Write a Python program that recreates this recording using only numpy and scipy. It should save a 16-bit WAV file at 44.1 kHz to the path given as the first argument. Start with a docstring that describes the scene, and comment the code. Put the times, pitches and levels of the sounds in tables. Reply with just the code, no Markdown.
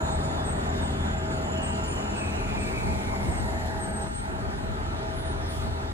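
"""A busy city street, kerb side of a traffic queue. A bus rolls away and eases off.
Its diesel drones at a steady firing rate; gear whines fall with the wheels; brake pads stick and slip,
singing and squeaking. Traffic booms and hisses, and the middle of the sound dips briefly after 4 s.
A breeze buffets the two microphone ports. A valve bleeds air, then puffs near the end."""
import sys
import numpy as np
from scipy import signal
from scipy.fft import rfft, irfft, next_fast_len
from scipy.io import wavfile
from scipy.ndimage import uniform_filter1d

SR = 44100
rng = np.random.default_rng(int(sys.argv[2]) if len(sys.argv) > 2 else 0)


def transcribe(signal):
    """Save signal, clipped to [-1, 1], as a 16-bit WAV file at the path in sys.argv[1]."""
    frames = np.atleast_2d(signal).T
    limited = np.clip(frames, -1, 1)
    pcm = np.round(limited * 32767).astype(np.int16)
    wavfile.write(sys.argv[1], SR, pcm)


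N = 261507
TIME_S = np.arange(N) / SR
BINS_HZ = np.fft.rfftfreq(N, 1 / SR)
FIRING_HZ = 39.72
START_M_PER_S, START_DISTANCE_M = 6.5, 45

# Low engine-bay tones: exhaust partials plus a separate 137 Hz accessory hum.
# Each row: frequency as a ratio to the firing rate, relative dB at start, midway and end.
LOW_TONES = [(1, -8, -10, -6), (2, 0.5, 0, -1), (3, -20, -13, -12), (3.45, -6, -11, -13), (4, -6, -12, -26),
             (5, -14, -3, -28), (5.4, -16, -11, -24), (6, -12, -7.5, -18), (6.75, -13, -20, -22),
             (7, -19, -15, -18)]
# Drone of the low tones. Each row: time in seconds, base level in dB.
DRONE_DB = [(0, -35.5), (.8, -32.8), (1.7, -36), (2.4, -39), (2.9, -38), (3.6, -38.3), (4.4, -43),
            (5.3, -36)]
# Upper accessory hum. Each row: time in seconds, level in dB.
HUM_DB = [(0, -50), (1.2, -47), (2.05, -46), (3.15, -48), (3.7, -54), (4.5, -51), (5.1, -47.5),
          (5.93, -45.5)]
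# Engine noise. Each row: time in seconds, growl in dB, clatter in dB.
GROWL_CLATTER_DB = [(0, -34, -40), (1, -36.5, -38.5), (1.8, -36, -40.5), (2.4, -37, -40), (3.3, -37.5, -43),
                    (3.8, -42.5, -43), (4.4, -39.5, -41.5), (5.3, -40, -41), (5.6, -38.5, -41),
                    (5.93, -39.5, -42.5)]
# Engine bay resonances. Each row: frequency in Hz, level in dB at the starting distance.
BAY_MODES = [(825, -46), (1370, -51)]
# Gear shaft, slowing with the wheels. Each row: time in seconds, turning rate in Hz.
SHAFT_HZ = [(0, 132.1), (2.2, 91.6), (3, 77.5), (4.2, 49)]
# Two gear meshes and sidebands of uneven teeth. Each row: multiple of the shaft rate, relative dB.
MESH_ORDERS = [(25, -12), (26, -10), (28, 0), (29, -9), (30, -6), (31, -3), (33, -9)]
# Whines under changing tooth load. Each row: time in seconds, base level in dB.
TOOTH_LOAD_DB = [(0, -69), (.3, -66), (.6, -68), (.9, -62), (1.05, -62), (1.2, -66), (1.49, -65),
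                 (1.55, -55), (1.85, -60), (2, -56), (2.15, -59), (2.45, -55), (2.8, -56), (3.05, -58.5),
                 (3.35, -57), (3.7, -56), (3.95, -56), (4.3, -70), (5.93, -100)]
# Gear casing resonances. Each row: frequency in Hz, width in Hz, lift in dB.
CASING_MODES = [(4000, 250, 11), (3570, 160, 14.5), (2885, 90, 14), (2560, 60, 9), (2440, 50, 9),
                (2290, 90, 11), (2030, 200, 7), (1800, 130, 10.5)]
# Whine direction. Each row: frequency in Hz, share of the street's angle off the microphone axis.
WHINE_DIRECTION = [(1700, .8), (2000, 1), (2200, .66), (2600, .66), (2750, 1)]
# Tooth rasp, dragging brake pad, fan tone. Each row: time in seconds, level in dB.
TOOTH_RASP_DB = [(0, -70), (1.1, -62), (1.7, -54), (2.5, -52.5), (3.2, -52), (4, -58), (5.93, -90)]
PAD_DRAG_DB = [(0, -48.5), (.38, -59), (.62, -51), (.8, -57), (1.65, -50.5), (2.05, -49.5), (2.25, -57.5),
               (3.58, -56), (3.75, -62.5), (5.93, -72)]
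FAN_DB = [(0, -41), (.4, -40.5), (.6, -44), (.82, -41.5), (1, -48), (1.15, -39), (1.65, -41), (2.1, -49),
          (2.35, -44), (3.15, -43.5), (3.55, -40), (4.05, -41), (4.2, -47), (4.35, -42.5), (4.5, -49),
          (4.7, -44.5), (5.25, -43.5), (5.5, -49), (5.75, -45), (5.93, -48)]
# Brake squeaks. Each row: start in seconds, length in seconds, pitch in Hz, glide in Hz, relative dB.
BRAKE_SQUEAKS = [(0.01, 0.15, 7060, -170, -64), (0.078, 0.1, 8170, 132, -55.5),
                 (0.19, 0.17, 7000, -190, -61), (0.21, 0.08, 8790, 40, -65), (0.429, 0.11, 8210, 103, -50),
                 (0.795, 0.1, 8280, 90, -57), (0.99, 0.07, 8670, 40, -69), (1.285, 0.078, 8340, 132, -63),
                 (1.613, 0.073, 8220, 87, -48.5), (1.861, 0.071, 8810, -17, -54),
                 (2.123, 0.18, 8330, 97, -54), (2.572, 0.1, 8330, -110, -52.5),
                 (3.224, 0.23, 8440, -91, -54.5), (3.779, 0.12, 8440, -22, -46.5),
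                 (3.903, 0.13, 8410, -36.5, -46.5), (4.022, 0.07, 8420, 100, -57),
                 (4.107, 0.13, 8490, 47, -54.5), (5.125, .08, 10430, 10, -60),
                 (5.21, 0.15, 9150, 114, -59.5), (5.398, 0.08, 5450, -150, -61),
                 (5.475, 0.055, 9200, -40, -58)]
# Air bleed, then puff. Each row: fully open at seconds, hold in seconds, dB, rise and fall in dB/s.
VALVE_RELEASES = [(2.7, 0.84, -50.5, 47, 13), (5.52, 0.05, -46.5, 180, 80)]
# Wind gusts. Each row: peak time in seconds, level in dB.
GUST_PEAKS = [(2.518, -42), (2.88, -36), (3.278, -33), (4.72, -53)]
# Noise spectra. Each row: frequency in Hz, relative density in dB.
BOOM_SPECTRUM = [(15, -62), (30, 1.5), (42, 2), (66, 0), (90, -1), (115, -2.5), (150, -7), (200, -9),
                 (300, -8.5), (420, -7), (540, -19), (800, -14.5), (2000, -112)]  # engine bay and traffic
GROWL_SPECTRUM = [(200, -68), (500, -3), (700, 1.5), (850, 5), (950, 4), (1100, -3), (1500, -76),
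                  (3000, -90)]
CLATTER_SPECTRUM = [(400, -59), (900, -31), (1200, 0), (1450, -2.5), (1800, -5.5), (2200, -12), (3000, -19),
                    (8000, -77)]
REAR_GROWL_SPECTRUM = [(200, -67), (480, -6.5), (680, -4), (820, 6), (930, 0.5), (1080, -11.5), (1500, -21),
                       (2000, -17), (2600, -60)]
TYRE_SPECTRUM = [(800, -47), (2200, 1), (3300, 2.5), (4000, 3.5), (5000, -1), (6500, -3.5), (7800, -7),
                 (10000, -7.5), (11500, -17.5), (14000, -17), (16000, -58)]
CAR_SPECTRUM = [(500, -36), (1500, -9), (2300, -12), (3000, 3), (3700, 8), (5000, -3.5), (7000, -12),
                (12000, -49)]
AIR_SPECTRUM = [(900, -20), (2000, 5), (3200, 6.5), (4500, 7), (6000, 3), (8000, 0), (10000, 4),
                (13000, -8), (16000, -10)]
WIND_SPECTRUM = [(20, -30), (32, -14), (48, 0), (90, -3), (160, -11), (350, -20), (900, -45), (3000, -100)]
# Microphone ports. 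Each row: frequency in Hz, left lead in radians, coherence, left minus right in dB.
PORT_RESPONSE = [(60, -.05, .93, 1.8), (250, -.25, .85, 3), (390, -.85, .7, 2.5), (550, -1.8, .42, 0),
                 (950, -2.4, .88, -1), (1300, -2.5, .6, -.5), (1900, -3.1, .55, 0), (4200, -3.3, .66, 0),
                 (5500, -3.1, .7, 0), (7100, -1.5, .7, 0), (8000, -.2, .9, 0), (8800, 0, .9, 0),
                 (11000, 2.5, .72, 0), (14500, 6.1, .6, 0)]


def diesel(hum_hz=398, muffler_hz=207):
    """Steady exhaust partials and a 137 Hz accessory hum, an upper hum, a muffler rung by gas flow."""
    drone_db = curves(DRONE_DB)[0]
    drone = np.zeros((2, N))
    for ratio, *tone_db in LOW_TONES:
        db = drone_db + np.interp(TIME_S, np.linspace(0, TIME_S[-1], len(tone_db)), tone_db)
        drone += tone(np.full(N, ratio * FIRING_HZ), db, scatter=.08 * ratio, flutter_hz=3.55)
    hum = tone(hum_hz * doppler(), curves(HUM_DB)[0], scatter=.84, flutter_hz=12)
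    flow_db = swell(1.6, 3.12, db=-42, rise_db_per_s=7, fall_db_per_s=58)
    muffler = tone(np.full(N, muffler_hz), flow_db, scatter=3, flutter_hz=32.7)
    return drone + hum + muffler


def engine_noise(knock_depth=.036, boom_db=-32):
    """Boom, growl, clatter and bay resonances; combustion knock pulses the growl and clatter."""
    growl_db, clatter_db = curves(GROWL_CLATTER_DB)
    knock = 1 + knock_depth * np.cos(2 * np.pi * 2 * FIRING_HZ * TIME_S)
    # the boom grows while the drive holds the bus back
    labour_db = 3 * amp(swell(2.45, .34, db=-.5, rise_db_per_s=22, fall_db_per_s=22))
    boom = noise(BOOM_SPECTRUM) * amp(boom_db + labour_db + distance_db())
    growl = noise(GROWL_SPECTRUM) * amp(growl_db + 1.2 * drift(25))
    clatter = noise(CLATTER_SPECTRUM) * amp(clatter_db + .8 * drift(30))
    bay = sum(tone(np.full(N, hz), db + distance_db(), scatter=17, flutter_hz=43.2)
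              for hz, db in BAY_MODES)
    return boom + mottle(knock * (growl + clatter) + bay, depth_db=2, patch_hz=90, patch_s=.07)


def gears(rasp_order=25):
    """Mesh whines and the rasp of rattling teeth fall with the shaft and fade; a whistle joins them."""
    shaft_hz = curves(SHAFT_HZ)[0] + .35 * drift(40)
    load_db = curves(TOOTH_LOAD_DB)[0]
    whines = np.zeros((2, N))
    for order, mesh_db in MESH_ORDERS:
        hz = order * shaft_hz
        db = load_db + mesh_db + casing_db(hz) + 2 * drift(14)
        whines += tone(hz, db, scatter=1.2, flutter_hz=55)
    rasp = tone(rasp_order * shaft_hz, curves(TOOTH_RASP_DB)[0], scatter=6, flutter_hz=560)
    echoed = street_echo(whines + rasp + whistle(), t60_s=.092, wet_db=-2.5)
    return ports(echoed, off_axis=spectra(WHINE_DIRECTION)[0])


def casing_db(hz):
    """Lift of a whine as it slides through the casing resonances."""
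    power = sum(amp(db) ** 2 / (1 + (2 * (hz - mode_hz) / width_hz) ** 2)
                for mode_hz, width_hz, db in CASING_MODES)
    return 10 * np.log10(1 + power)


def brakes(pad_hz=7080, squeak_gain_db=6, taper_share=.85):
    """Pads stick and slip on the discs: a thin note and squeaks, steadier in pitch as the wheels slow."""
    drag_hz = pad_hz + 45 * pace() * drift(48)
    pad = tone(drag_hz, curves(PAD_DRAG_DB)[0], scatter=1.6, flutter_hz=70)
    waver_hz = 90 * pace() ** 2 * drift(160)
    squeaks = np.zeros(N)
    for start_s, length_s, hz, glide_hz, db in BRAKE_SQUEAKS:
        on = (TIME_S >= start_s) & (TIME_S < start_s + length_s)
        cycles = np.cumsum(hz + glide_hz * (TIME_S[on] - start_s) / length_s + waver_hz[on]) / SR
        envelope = np.sqrt(2) * amp(db + squeak_gain_db) * signal.windows.tukey(on.sum(), taper_share)
        squeaks[on] += envelope * np.sin(2 * np.pi * cycles)
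    return street_echo(pad + squeaks, t60_s=.44, wet_db=-1)


def fan(blade_hz=652.5):
    """Blade tone of the cooling fan, from nearly straight ahead."""
    blades = tone(blade_hz * doppler(), curves(FAN_DB)[0], scatter=.45, flutter_hz=15)
    return ports(blades, off_axis=.6)


def rear_growl():
    """Growl thrown straight back from the bus, alike at both ports; builds, stops as the bus eases off."""
    db = swell(3.25, .827, db=-42, rise_db_per_s=30, fall_db_per_s=700)
    growl = noise(REAR_GROWL_SPECTRUM, coherence_scale=3)
    return mottle(growl, depth_db=2.5, patch_hz=80, patch_s=.08) * amp(db)


def whistle(start_hz=4850, rise_hz_per_s=440):
    """A faint whistle, climbing steadily."""
    db = swell(1.9, .4, db=-65, rise_db_per_s=8, fall_db_per_s=18)
    return tone(start_hz + rise_hz_per_s * TIME_S, db, scatter=4.1, flutter_hz=70)


def hisses():
    """Tyres on the street, a car drawing alongside, compressed air let out of the bus."""
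    tyre_gain = amp(-47.5 + distance_db())
    tyre_gain += amp(swell(2, 1, db=-57.5, rise_db_per_s=33, fall_db_per_s=21))
    car_gain = amp(swell(5, .65, db=-50, rise_db_per_s=24, fall_db_per_s=2))
    air_gain = sum(amp(swell(*release)) for release in VALVE_RELEASES)
    layers = (TYRE_SPECTRUM, tyre_gain), (CAR_SPECTRUM, car_gain), (AIR_SPECTRUM, air_gain)
    hiss = sum(noise(spectrum) * gain * amp(.8 * drift(21.5)) for spectrum, gain in layers)
    return mottle(hiss, depth_db=1.6, patch_hz=350, patch_s=.06)


def breeze():
    """Light wind gets up; lumpy gusts rumble at each port with its own noise."""
    wind_gain = amp(swell(2.63, 3.3, db=-39.5, rise_db_per_s=45, fall_db_per_s=0))
    gust_gain = sum(amp(swell(peak_s, 0, db, rise_db_per_s=140, fall_db_per_s=106))
                    for peak_s, db in GUST_PEAKS)
    lumps_db = 2.5 * drift(12)
    return noise(WIND_SPECTRUM, coherence_scale=0) * (wind_gain + gust_gain) * amp(lumps_db)


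def pace():
    """Road speed as a share of the starting speed."""
    return curves(SHAFT_HZ)[0] / SHAFT_HZ[0][1]


def distance_db():
    """Spreading loss of the receding bus, 0 dB at the start."""
    travelled_m = START_M_PER_S * np.cumsum(pace()) / SR
    return -20 * np.log10(1 + travelled_m / START_DISTANCE_M)


def doppler():
    """Pitch factor of the receding bus."""
    return 1 - START_M_PER_S * pace() / 343


def street_echo(x, t60_s, wet_db, taps_per_s=2000):
    """Adds sparse reflections off house fronts and parked cars."""
    delay_s = np.arange(SR // 2) / SR
    taps = rng.standard_normal((2, len(delay_s))) * (rng.random(len(delay_s)) < taps_per_s / SR)
    taps += 2 * taps.mean(0)  # partly common to both channels
    taps = taps * amp(-60 * delay_s / t60_s) * (delay_s > .004)
    return x + amp(wet_db) * signal.fftconvolve(x, taps / np.linalg.norm(taps[0]), axes=1)[:, :N]


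def mottle(x, depth_db, patch_hz, patch_s):
    """Shifting sound paths lift and sink small patches of the spectrum."""
    frames = signal.stft(x, nperseg=1024, noverlap=768)[2]
    field = rng.standard_normal(frames.shape[1:])
    for axis, steps in enumerate((patch_hz * 1024 / SR, patch_s * SR / 256)):
        for _ in range(2):
            field = uniform_filter1d(field, max(round(steps), 1), axis)
    gain = unit(amp(depth_db * unit(field)))
    return signal.istft(frames * gain, nperseg=1024, noverlap=768)[1][:, :N]


def brief_dip(x, depth=1 - 10 ** (-13 / 20)):
    """The middle drops away for a moment, leaving the sound hollow and wide."""
    dip = curves([(4.075, 0), (4.088, .9), (4.19, 1), (4.28, .12), (4.4, 0)])[0]
    band_db = spectra([(60, -14), (160, -10), (380, -2.5), (650, -.5),
                       (900, -2.5), (1400, -5), (2500, -9), (6000, -41)])[0]
    centre = irfft(rfft(x.mean(0)) * amp(band_db), N)
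    return x - depth * dip * centre


def ports(x, off_axis=1):
    """Phase and level difference between the microphone ports; less phase nearer the axis."""
    lead_rad, _, balance_db = spectra(PORT_RESPONSE)
    left = np.exp(.5j * lead_rad * off_axis) * amp(balance_db / 2)
    return irfft(rfft(x) * np.array([left, 1 / left]), N)


def tone(hz, db, scatter, flutter_hz):
    """A sine plus its copies off moving surfaces; flutters differently at each port."""
    echoes = np.array([drift(flutter_hz) + 1j * drift(flutter_hz) for _ in range(3)])
    paths = unit(1 + scatter * unit(echoes[:2] + 2.2 * echoes[2]))
    return np.sqrt(2) * amp(db) * (paths * np.exp(2j * np.pi * np.cumsum(hz) / SR)).real


def noise(spectrum, coherence_scale=1):
    """Shaped stereo noise of rms 1, partly shared by both ports."""
    left, independent = rfft(rng.standard_normal((2, N)))
    coherence = np.clip(spectra(PORT_RESPONSE)[1] * coherence_scale, 0, 1)
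    right = coherence * left + np.sqrt(1 - coherence ** 2) * independent
    return unit(irfft(np.array([left, right]) * amp(spectra(spectrum)[0]), N))


def drift(rate_hz):
    """Random wander of rms 1, up to about rate_hz."""
    size = next_fast_len(N, real=True)
    lowpass = np.exp(-(np.fft.rfftfreq(size, 1 / SR) / rate_hz) ** 2)
    return unit(irfft(rfft(rng.standard_normal(size)) * lowpass, size)[:N])


def swell(full_s, hold_s, db, rise_db_per_s, fall_db_per_s):
    """Level in dB: rises until full_s, holds, falls."""
    before_s = np.maximum(full_s - TIME_S, 0)
    after_s = np.maximum(TIME_S - full_s - hold_s, 0)
    return db - rise_db_per_s * before_s - fall_db_per_s * after_s


def curves(rows):
    """Columns of a time table, per sample."""
    times_s, *columns = np.transpose(rows)
    return [np.interp(TIME_S, times_s, column) for column in columns]


def spectra(rows):
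    """Columns of a frequency table, per bin, interpolated on a log axis."""
    hz, *columns = np.transpose(rows)
    return [np.interp(np.log(BINS_HZ + 1), np.log(hz + 1), column) for column in columns]


def amp(db):
    """Decibels to gain."""
    return 10 ** (np.asarray(db) / 20)


def unit(x):
    """Scales to rms 1."""
    return x / np.sqrt(np.mean(abs(x) ** 2) + 1e-20)


def scene():
    """Bus, street and wind at the two ports."""
    fade = signal.windows.tukey(N, .003)
    street = ports(fade * (diesel() + engine_noise() + brakes() + hisses()))
    street += fade * (fan() + gears())
    return brief_dip(street) + rear_growl() + fade * breeze()


def record(dry):
    """Rumble filter at 35 Hz, band limit at 15.6 kHz."""
    highpass = signal.butter(9, 35, "highpass", fs=SR, output="sos")
    lowpass = signal.firwin(511, 15600, window=("kaiser", 9), fs=SR)
    return signal.oaconvolve(signal.sosfilt(highpass, dry), lowpass[None], "same", axes=1)


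dry = scene()
out = record(dry)
transcribe(out)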